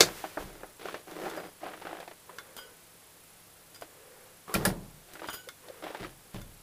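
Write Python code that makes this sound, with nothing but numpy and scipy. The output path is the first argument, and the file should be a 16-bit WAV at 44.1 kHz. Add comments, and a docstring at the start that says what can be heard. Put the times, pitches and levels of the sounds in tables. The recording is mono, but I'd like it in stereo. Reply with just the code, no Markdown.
"""In the quiet cab of an old truck, a hand works the loose chrome horn button of the steering wheel, close by.
The button snaps into its seat once, then creaks and ticks by stick-slip friction as it is pushed and twisted.
Its rim clacks against the cup, and light impacts set the chrome cap ringing in its natural modes.
Two hard knocks on the stop shake the steering column. The horn itself stays silent."""
import sys
import numpy as np
from scipy import signal
from scipy.fft import rfft, irfft, next_fast_len
from scipy.io import wavfile
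from scipy.ndimage import uniform_filter1d

SR = 44100
rng = np.random.default_rng(int(sys.argv[2]) if len(sys.argv) > 2 else 0)


def master_out(mix):
    """Clip the mix to full scale and print it as 16-bit PCM to the path in sys.argv[1]."""
    frames = np.transpose(np.atleast_2d(mix))
    ceiling = np.clip(frames, -1, 1)
    pcm = np.round(ceiling * 32767).astype(np.int16)
    wavfile.write(sys.argv[1], SR, pcm)


N = 291942
TIME = np.arange(N) / SR
RING_SAMPLES = 24000  # length of one impact with its decay

# spectral envelope of the cup that holds the button: frequency_hz, gain_db
CUP_SPECTRUM = [(50, -49), (120, -23.5), (175, -0.5), (240, -15), (310, 6.5), (460, 0), (750, -3),
                (950, -6.5), (1600, -7.5), (2400, -11.5), (3600, -14.5), (8500, -32.5)]
# natural modes of the cup: frequency_hz, level_db, t60_s
CUP_MODES = [(327, 12.5, 0.071), (518, -16, 0.2), (615, 2.5, 0.33), (761, 9.5, 0.091)]


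def undb(db):
    """Amplitude ratio of a level in decibels."""
    return 10 ** (np.asarray(db) / 20)


def unit(x):
    """Normalisation to an rms of 1."""
    return x / np.sqrt(np.mean(x ** 2))


def sized(x, db):
    """Equal energy: a transient gets the energy of 10 ms of steady sound at this level."""
    return unit(x) * undb(db) * np.sqrt(SR / 100 / x.shape[-1])


def add(out, start_s, x):
    """Superposition of a sound on the mix from start_s on."""
    start = max(int(start_s * SR), 0)
    out[:, start:start + x.shape[-1]] += x[..., :N - start]


def colour(x, points, tilt_db=0):
    """Minimum-phase filter through (frequency_hz, gain_db) points, tilted by tilt_db per octave."""
    size = 2 * next_fast_len(x.shape[-1] // 2 + 2048)
    octave = np.log2(np.fft.rfftfreq(size, 1 / SR) + 1)
    hz, db = np.transpose(points)
    held_octave = np.clip(octave, np.log2(hz[0]), np.log2(hz[-1]))
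    gain = undb(np.interp(octave, np.log2(hz), db) + tilt_db * held_octave)
    cepstrum = irfft(np.log(gain))
    cepstrum[1:size // 2] *= 2  # folding onto positive time makes the filter causal
    cepstrum[size // 2 + 1:] = 0
    return irfft(rfft(x, size) * np.exp(rfft(cepstrum)))[..., :x.shape[-1]]


def diffuse(size, apart_hz=6500):
    """Diffuse field: noise coherent at the two ears in the bass, uncorrelated above apart_hz."""
    mid, side = rng.standard_normal((2, size))
    hz = np.fft.rfftfreq(size, 1 / SR)
    side = irfft(rfft(side) * np.minimum(hz / apart_hz, 1), size)
    return np.array([mid + side, mid - side])


def fade(t60):
    """Exponential decay by 60 dB in t60 seconds."""
    return np.exp(-np.log(1000) * np.arange(RING_SAMPLES) / SR / t60)


def ring(modes, scatter_db=1):
    """Free vibration: damped modes, excited unevenly; high ones reach the two ears out of phase."""
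    out = np.zeros((2, RING_SAMPLES))
    for hz, db, t60 in modes:
        ear_phase = min(hz / 11000, 1) * rng.uniform(-0.75, 1) * np.array([[1], [-1]])
        t = np.arange(min(int(t60 * SR), RING_SAMPLES)) / SR
        envelope = undb(db + scatter_db * rng.standard_normal()) * np.exp(-np.log(1000) * t / t60)
        out[:, :len(t)] += envelope * np.sin(2 * np.pi * hz * t + ear_phase)
    return out


def favoured(modes, near_hz, focus_db):
    """Selective excitation: the striking point feeds modes less by focus_db per octave from near_hz."""
    return [(hz, db - focus_db * abs(np.log2(hz / near_hz)), t60) for hz, db, t60 in modes]


def blow(crack_t60, tail_t60, tail_db, push_db):
    """Broadband impact: contact chatter, the cab's reverberation and a single impulse of force."""
    crack = sized(diffuse(RING_SAMPLES) * fade(crack_t60), 0)
    tail = sized(diffuse(RING_SAMPLES) * fade(tail_t60), tail_db)
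    return crack + tail + sized(signal.unit_impulse(RING_SAMPLES), push_db)


def background(pulse_hz=29.95):
    """Noise floor: steady hiss, faint hum and a thin, amplitude-modulated electronic whine."""
    # spectral envelope of the hiss: frequency_hz, gain_db
    hiss_spectrum = [(20, -7.5), (60, -11.5), (130, -7.5), (250, -9.5), (450, -7.5), (1400, -12),
                     (6300, -17), (8300, -14.5), (15000, -17)]
    # tones of the hum: frequency_hz, level_db
    hum_tones = [(99, -75), (167, -73.5)]
    hiss = unit(colour(diffuse(N, apart_hz=2206), hiss_spectrum)) * undb(-53)
    hum = sum(np.sqrt(2) * undb(db) * np.sin(2 * np.pi * hz * TIME) for hz, db in hum_tones)
    pulse = (.5 + .5 * np.cos(2 * np.pi * pulse_hz * TIME)) ** 2
    whine = colour(diffuse(N), [(9800, -50.5), (10500, -8), (11260, 4), (11600, -58)])
    return hiss + hum + unit(whine * pulse) * undb(-63.5)


def drags(peak_hz=510):
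    """Sliding friction: the palm moving slowly round the wheel gives a soft, hollow rush."""
    # slides of the palm: start_s, end_s, level_db
    slides = [(2.197, 2.813, -56), (3.815, 4.41, -58), (5.597, 5.86, -53.5)]
    spectrum = [(peak_hz / 2, -22), (peak_hz, 0), (peak_hz * 1.21, -14),
                (peak_hz * 3, -15), (peak_hz * 10, -35)]
    rush = unit(colour(diffuse(N), spectrum))
    out = np.zeros((2, N))
    for start_s, end_s, db in slides:
        piece = rush[:, int(start_s * SR):int(end_s * SR)]
        add(out, start_s, piece * signal.windows.tukey(piece.shape[1], .5) * undb(db))
    return out


def skin(force):
    """Friction of skin on chrome: a hiss proportional to force, and short wavering squeaks."""
    # spectral envelope of the sliding palm: frequency_hz, gain_db
    palm_spectrum = [(300, -6), (1500, -0.5), (8000, -9.5)]
    # squeaks of the skin: start_s, level_db, pitch_hz, length_s
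    squeaks = [(4.464, -49, 1118, 0.13), (5.471, -46.5, 519, 0.016), (5.698, -42, 540, 0.013)]
    out = unit(colour(diffuse(N), palm_spectrum)) * force
    for start_s, db, hz, length_s in squeaks:
        size = int(length_s * SR)
        waver = unit(uniform_filter1d(rng.standard_normal(size), size=60))
        phase = 2 * np.pi * np.cumsum(hz * (1 + 0.085 * waver)) / SR
        tone = np.sin(phase) + 0.06 * np.sin(2 * phase)
        add(out, start_s, unit(tone * signal.windows.tukey(size, .5)) * undb(db))
    return out


def rubbing(force, treble_force, grains_per_s=520, spread_db=5, treble_hz=2000):
    """Random stick-slip: dense, uneven grains excite the cup; treble_force sets their brightness."""
    sizes = undb(spread_db * np.minimum(rng.exponential(size=N), 3)) * np.sign(rng.standard_normal(N))
    grains = (rng.random(N) < grains_per_s / SR) * sizes
    # every grain scatters round the cab and dies away
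    scattered_energy = np.abs(signal.fftconvolve(grains ** 2, fade(t60=0.075) ** 2)[:N])
    scatter = diffuse(N) * np.sqrt(scattered_energy)
    scrape = unit(colour(unit(grains) + 1.19 * unit(scatter), CUP_SPECTRUM))
    resonance = signal.fftconvolve(grains[None], ring(CUP_MODES), axes=1)[:, :N]
    body = scrape + undb(-11.5) * unit(resonance)
    dull = signal.sosfiltfilt(signal.butter(2, treble_hz, fs=SR, output="sos"), body)
    return dull * force + (body - dull) * treble_force


def efforts(strokes, attack_s=0.0024, release_s=0.037, start_db=-10.5, end_db=-10):
    """Force envelopes, one row a stroke: the hand takes hold, pushes to a peak, eases and lets go."""
    rows = []
    for start_s, build_s, length_s, *_ in strokes:
        age = TIME - start_s
        push = undb(np.interp(age, [0, min(build_s, length_s), length_s], [start_db, 0, end_db]))
        attack = np.clip(age / attack_s, 0, 1)
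        release = np.exp(-np.clip(age - length_s, 0, 1) / release_s)
        rows.append(push * attack * release)
    return np.array(rows)


def hand():
    """Friction noise follows force: each stroke drives the rubbing and the palm's hiss together."""
    # strokes over the button: start_s, build_s, length_s, rub_db, treble_lift_db, palm_hiss_db
    strokes = [(0, 0.00079, 0.072, -28.5, -9, -31.5), (0.079, 0.1, 0.35, -52, 2, -44),
               (0.379, 0.016, 0.33, -47, -11, -52.5), (0.793, 0.092, 0.2, -41.5, 2.5, -53),
               (1.07, 0.18, 0.4, -36.5, -7.5, -47.5), (1.606, 0.041, 0.22, -45.5, 0.5, -69),
               (1.81, 0.14, 0.24, -50, 2, -74), (4.478, 0.22, 0.25, -35, -11.5, -43),
               (5.066, 0.2, 0.31, -48, 4.5, -61), (5.82, 0.018, 0.22, -42.5, 2.5, -68),
               (5.988, 0.02, 0.071, -41, 1, -62), (6.33, 0.015, 0.069, -47.5, 5.5, -50)]
    push = efforts(strokes)
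    rub, lift, hiss = undb(np.array(strokes)[:, 3:].T)
    return rubbing(rub @ push, (rub * lift) @ push) + skin(hiss @ push)


def tick(hz, loss_db):
    """One slip excites the cup and a hollow contact note; a soft contact rises slowly, with less treble."""
    swell = 1 - fade(np.interp(loss_db, [12, 24], [.009, .024]))
    impact = blow(crack_t60=0.016, tail_t60=0.11, tail_db=-3, push_db=-12) * swell
    contact_spectrum = [(hz / 2, -8), (hz, 0), (max(hz * 1.9, 1500), 0), (4500, -loss_db)]
    knock = colour(colour(impact, CUP_SPECTRUM), contact_spectrum)
    note = ring([(hz, 0, .026)]) * swell
    return sized(knock, 0) + sized(note, -3) + sized(ring(CUP_MODES), -11)


def creaks(contact_hz=663, pitch_spread=0.098, jitter=0.05, spread_db=1.5, fade_db=-7):
    """Relaxation oscillation: the twisted button sticks and slips in nearly even, weakening trains."""
    # twists of the button: start_s, length_s, slip_gap_s, first_level_db
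    twists = [(1.627, 0.13, 0.013, -43), (1.852, 0.18, 0.0194, -39.5), (5.824, 0.13, 0.013, -42.5)]
    out = np.zeros((2, N))
    for start_s, length_s, gap_s, db in twists:
        for age in np.arange(0, length_s, gap_s):
            late, size, pitch = rng.standard_normal(3)
            slip = tick(contact_hz * np.exp(pitch_spread * pitch), loss_db=8)
            slip_db = db + fade_db * age / length_s + spread_db * size
            add(out, start_s + age + jitter * gap_s * late, sized(slip, slip_db))
    return out


def slips():
    """Static friction gives way: the button jumps in its cup with single ticks."""
    # separate slips: start_s, level_db, contact_pitch_hz, treble_loss_db
    jumps = [(0.24, -31.5, 750, 15), (0.247, -38, 590, 12), (0.3716, -29, 605, 27), (0.632, -38.5, 540, 19),
             (0.812, -45.5, 550, -5), (0.855, -33.5, 564, 1), (0.885, -37, 1100, 4), (0.943, -34, 610, 2.5),
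             (1.266, -36, 814, 25), (1.374, -34, 600, 19), (1.633, -37.5, 694, 19), (1.662, -37, 726, 13),
             (1.735, -42.5, 1260, 8), (1.82, -42, 890, 1), (1.869, -37.5, 640, 3), (1.929, -41, 715, 4),
             (2.001, -41.5, 516, -5), (2.077, -41, 710, 1), (2.112, -44.5, 650, 2), (2.293, -43.5, 990, 18),
             (3.821, -38, 667, 3), (4.55, -28, 2410, 9), (4.559, -29, 593, -2), (4.656, -25, 570, 3),
             (5.153, -44, 1450, 11), (5.194, -45, 1520, -1), (5.218, -38.5, 660, 13), (5.242, -39, 1000, 7),
             (5.684, -46.5, 625, -10), (5.866, -36, 690, 7), (5.905, -41.5, 595, 3), (5.947, -35.5, 850, 6),
             (6.046, -38, 1290, 2)]
    out = np.zeros((2, N))
    for start_s, db, hz, loss_db in jumps:
        add(out, start_s, sized(tick(hz, loss_db), db))
    return out


def clacks():
    """Damped impact: the rocking button's rim drops against the cup, and the hand stifles its ring."""
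    # drops of the rim: start_s, level_db, favoured_pitch_hz, tilt_db_per_octave
    drops = [(1.112, -48, 4500, 3), (1.299, -43, 3900, 3.5), (2.385, -38, 1600, 0),
             (2.588, -46.5, 1300, -4), (3.76, -50.5, 2190, 5.5), (5.2864, -34.5, 1150, -5.5),
             (5.296, -41.5, 1100, -5.5), (5.339, -42.5, 1300, -9.5), (5.4878, -40, 2280, 2.5),
             (6.416, -48, 3500, 9)]
    # spectral envelope of the rim's contact: frequency_hz, gain_db
    rim_spectrum = [(300, -23), (1000, -6), (1430, 3), (2600, -13.5), (3500, -7), (4400, -11), (15000, -25)]
    # natural modes of the rim: frequency_hz, level_db, t60_s
    rim_modes = [(1127, 4, 0.041), (1417, 2.5, .09), (2150, -1.5, 0.1), (3494, -2, 0.14)]
    out = np.zeros((2, N))
    for start_s, db, near_hz, tilt_db in drops:
        impact = blow(crack_t60=0.016, tail_t60=0.1, tail_db=-2, push_db=-20)
        crack = colour(impact, rim_spectrum, tilt_db)
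        ringing = ring(favoured(rim_modes, near_hz, focus_db=2.5))
        add(out, start_s, sized(crack, db) + sized(ringing, db - 4.5))
    return out


def cap(split_hz=21, build_s=0.047):
    """Mode splitting: the clicked chrome cap is not quite round, so it rings in close, beating pairs."""
    # touches of metal on the cap: start_s, click_db, ring_db, favoured_pitch_hz, t60_factor
    touches = [(1.366, -46, -52, 4930, 2.2), (2.566, -40, -60, 4910, .6), (2.577, -44, -40.5, 2900, 1),
               (3.746, -47, -50.5, 4900, .45), (3.812, -45, -56, 4900, .3), (5.135, -43.5, -63, 4900, .5),
               (5.274, -45, -44, 4930, 1.2), (5.3, -42, -42.5, 7000, .7), (5.331, -39, -37.5, 13000, 1),
               (5.343, -40, -41.5, 3100, .8)]
    # spectral envelope of a click: frequency_hz, gain_db
    click_spectrum = [(600, -1), (4500, -5)]
    # natural modes of the cap: frequency_hz, level_db, base_t60_s
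    cap_modes = [(1497, -2, 0.5), (2958, -3, 0.36), (3203, 0, 0.22), (4905, -3, 0.27), (6804, -10, 0.38),
                 (8726, -5, 0.14), (10490, -4, 0.17), (11880, -4, 0.16), (13170, -3, 0.2),
                 (15080, -5, 0.12)]
    # a light touch excites only the nearest mode, a hard one all: ring_db, loss_db_per_octave
    selectivity = [(-46, 28), (-43, 3)]
    swell = 1 - fade(build_s)  # the cap chatters against its seat while its ring builds up
    out = np.zeros((2, N))
    for start_s, click_db, ring_db, near_hz, freedom in touches:
        click = colour(blow(crack_t60=0.02, tail_t60=0.14, tail_db=2, push_db=-20), click_spectrum)
        focus_db = np.interp(ring_db, *np.transpose(selectivity))
        # the freer the hand leaves the cap, the longer it rings
        modes = [(hz, db, t60 * freedom) for hz, db, t60 in favoured(cap_modes, near_hz, focus_db)]
        twins = [(hz + split_hz * rng.standard_normal(), db, t60) for hz, db, t60 in modes]
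        ringing = (ring(modes) + .5 * ring(twins)) * swell
        add(out, start_s, sized(click, click_db) + sized(ringing, ring_db))
    return out


def column():
    """Structure-borne sound: steering column and dashboard take up a shove slowly and boom on."""
    # shoves that reach the column: start_s, level_db, bass_tilt_db_per_octave
    shoves = [(0.012, -33, 1), (0.386, -40, -8.5), (0.439, -40, -5), (1.231, -44, 19), (4.547, -22, 0.5),
              (4.664, -20.5, 2), (6.006, -37, -1), (6.342, -31.5, -3.5)]
    # natural modes of the column: frequency_hz, level_db, t60_s
    column_modes = [(34.1, -10.5, 0.89), (134, -9, 0.39), (191.6, 5, 0.19), (330, -6, 0.34),
                    (404.4, -9.5, 0.31), (568, -14.5, 0.38), (811, -9.5, 0.16)]
    # spectral envelope of the panels: frequency_hz, gain_db
    panel_spectrum = [(25, -9.5), (65, 1.5), (165, 8.5), (260, -2.5), (600, -10), (1000, -13.5),
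                      (2500, -46)]
    bass_span = [(30, 0.032), (220, 0.0056)]  # nearly flat; the tilt acts between these points
    swell = 1 - fade(0.019)
    out = np.zeros((2, N))
    for start_s, db, tilt_db in shoves:
        panels = colour(diffuse(RING_SAMPLES) * fade(0.64) * swell, panel_spectrum)
        boom = sized(ring(column_modes) * swell, 0) + sized(panels, -1.5)
        add(out, start_s, sized(colour(boom, bass_span, tilt_db), db))
    return out


def knocks(contact_delay_s=0.00187):
    """Hard impact: the button bottoms out with a crack; spring, metal stop and contact ring briefly."""
    # hits on the stop: start_s, crack_db, contact_pitch_hz, contact_db, spring_db
    hits = [(4.541, -22.5, 1340, -33.5, -48), (4.6518, -20.5, 1705, -30, -29)]
    # spectral envelope of the crack before its tilt: frequency_hz, gain_db
    crack_spectrum = [(150, -19), (250, -3), (788, -11), (1230, -17), (1700, -3.5), (2060, -37),
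                      (2800, -19), (5370, -9), (5850, -18), (9450, -14.5), (15000, -18)]
    # natural modes of the spring behind the button: frequency_hz, level_db, t60_s
    spring_modes = [(9680, 8, 0.13), (9700, -2, 0.11)]
    # natural modes of the stop: frequency_hz, level_db, t60_s
    stop_modes = [(1390, 3, 0.11), (1720, -19, 0.091), (1900, -3.5, 0.15)]
    out = np.zeros((2, N))
    for start_s, crack_db, hz, contact_db, spring_db in hits:
        impact = blow(crack_t60=.026, tail_t60=.14, tail_db=0, push_db=-12)
        crack = sized(colour(impact, crack_spectrum, tilt_db=1.5), crack_db)
        add(out, start_s, crack + sized(ring(spring_modes), spring_db) + sized(ring(stop_modes), -30.5))
        add(out, start_s + contact_delay_s, sized(ring([(hz, 0, .045)]), contact_db))
    return out


def snaps():
    """Impulsive excitation: the button jumps home with a sharp double crack that sets its seat ringing."""
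    # the two contacts of the snap: start_s, level_db
    contacts = [(0.0066, -10.5), (0.0084, -11)]
    # spectral envelope of the crack: frequency_hz, gain_db
    crack_spectrum = [(71, -46), (120, -18), (460, 6), (905, -16.5), (1450, -3), (2700, -4.5), (3300, -5.5),
                      (4460, 3.5), (5600, -3), (6420, -1.5), (9050, -11.5), (11500, -12), (15000, -21)]
    # natural modes of the seat: frequency_hz, level_db, t60_s
    seat_modes = [(341.7, -4, 0.22), (800, 9, 0.048), (2139, -7, 0.1), (3570, 7, 0.082), (4340, 4, 0.071)]
    out = np.zeros((2, N))
    for start_s, db in contacts:
        crack = colour(blow(crack_t60=0.03, tail_t60=0.13, tail_db=4, push_db=5), crack_spectrum)
        add(out, start_s, sized(crack, db) + sized(ring(seat_modes), db - 6))
    return out


def scene():
    """Linear superposition: all sources add, centred on the hub of the wheel straight ahead."""
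    button = snaps() + knocks() + column() + slips() + creaks()
    return button + drags() + clacks() + cap() + background() + hand()


def record(dry):
    """Saturation and band limiting: the microphone clips at full scale and cuts the top of the treble."""
    lowpass = signal.ellip(10, .2, 70, 15300, fs=SR, output="sos")
    return signal.sosfilt(lowpass, np.clip(dry, -1, 1))


dry = scene()
out = record(dry)
master_out(out)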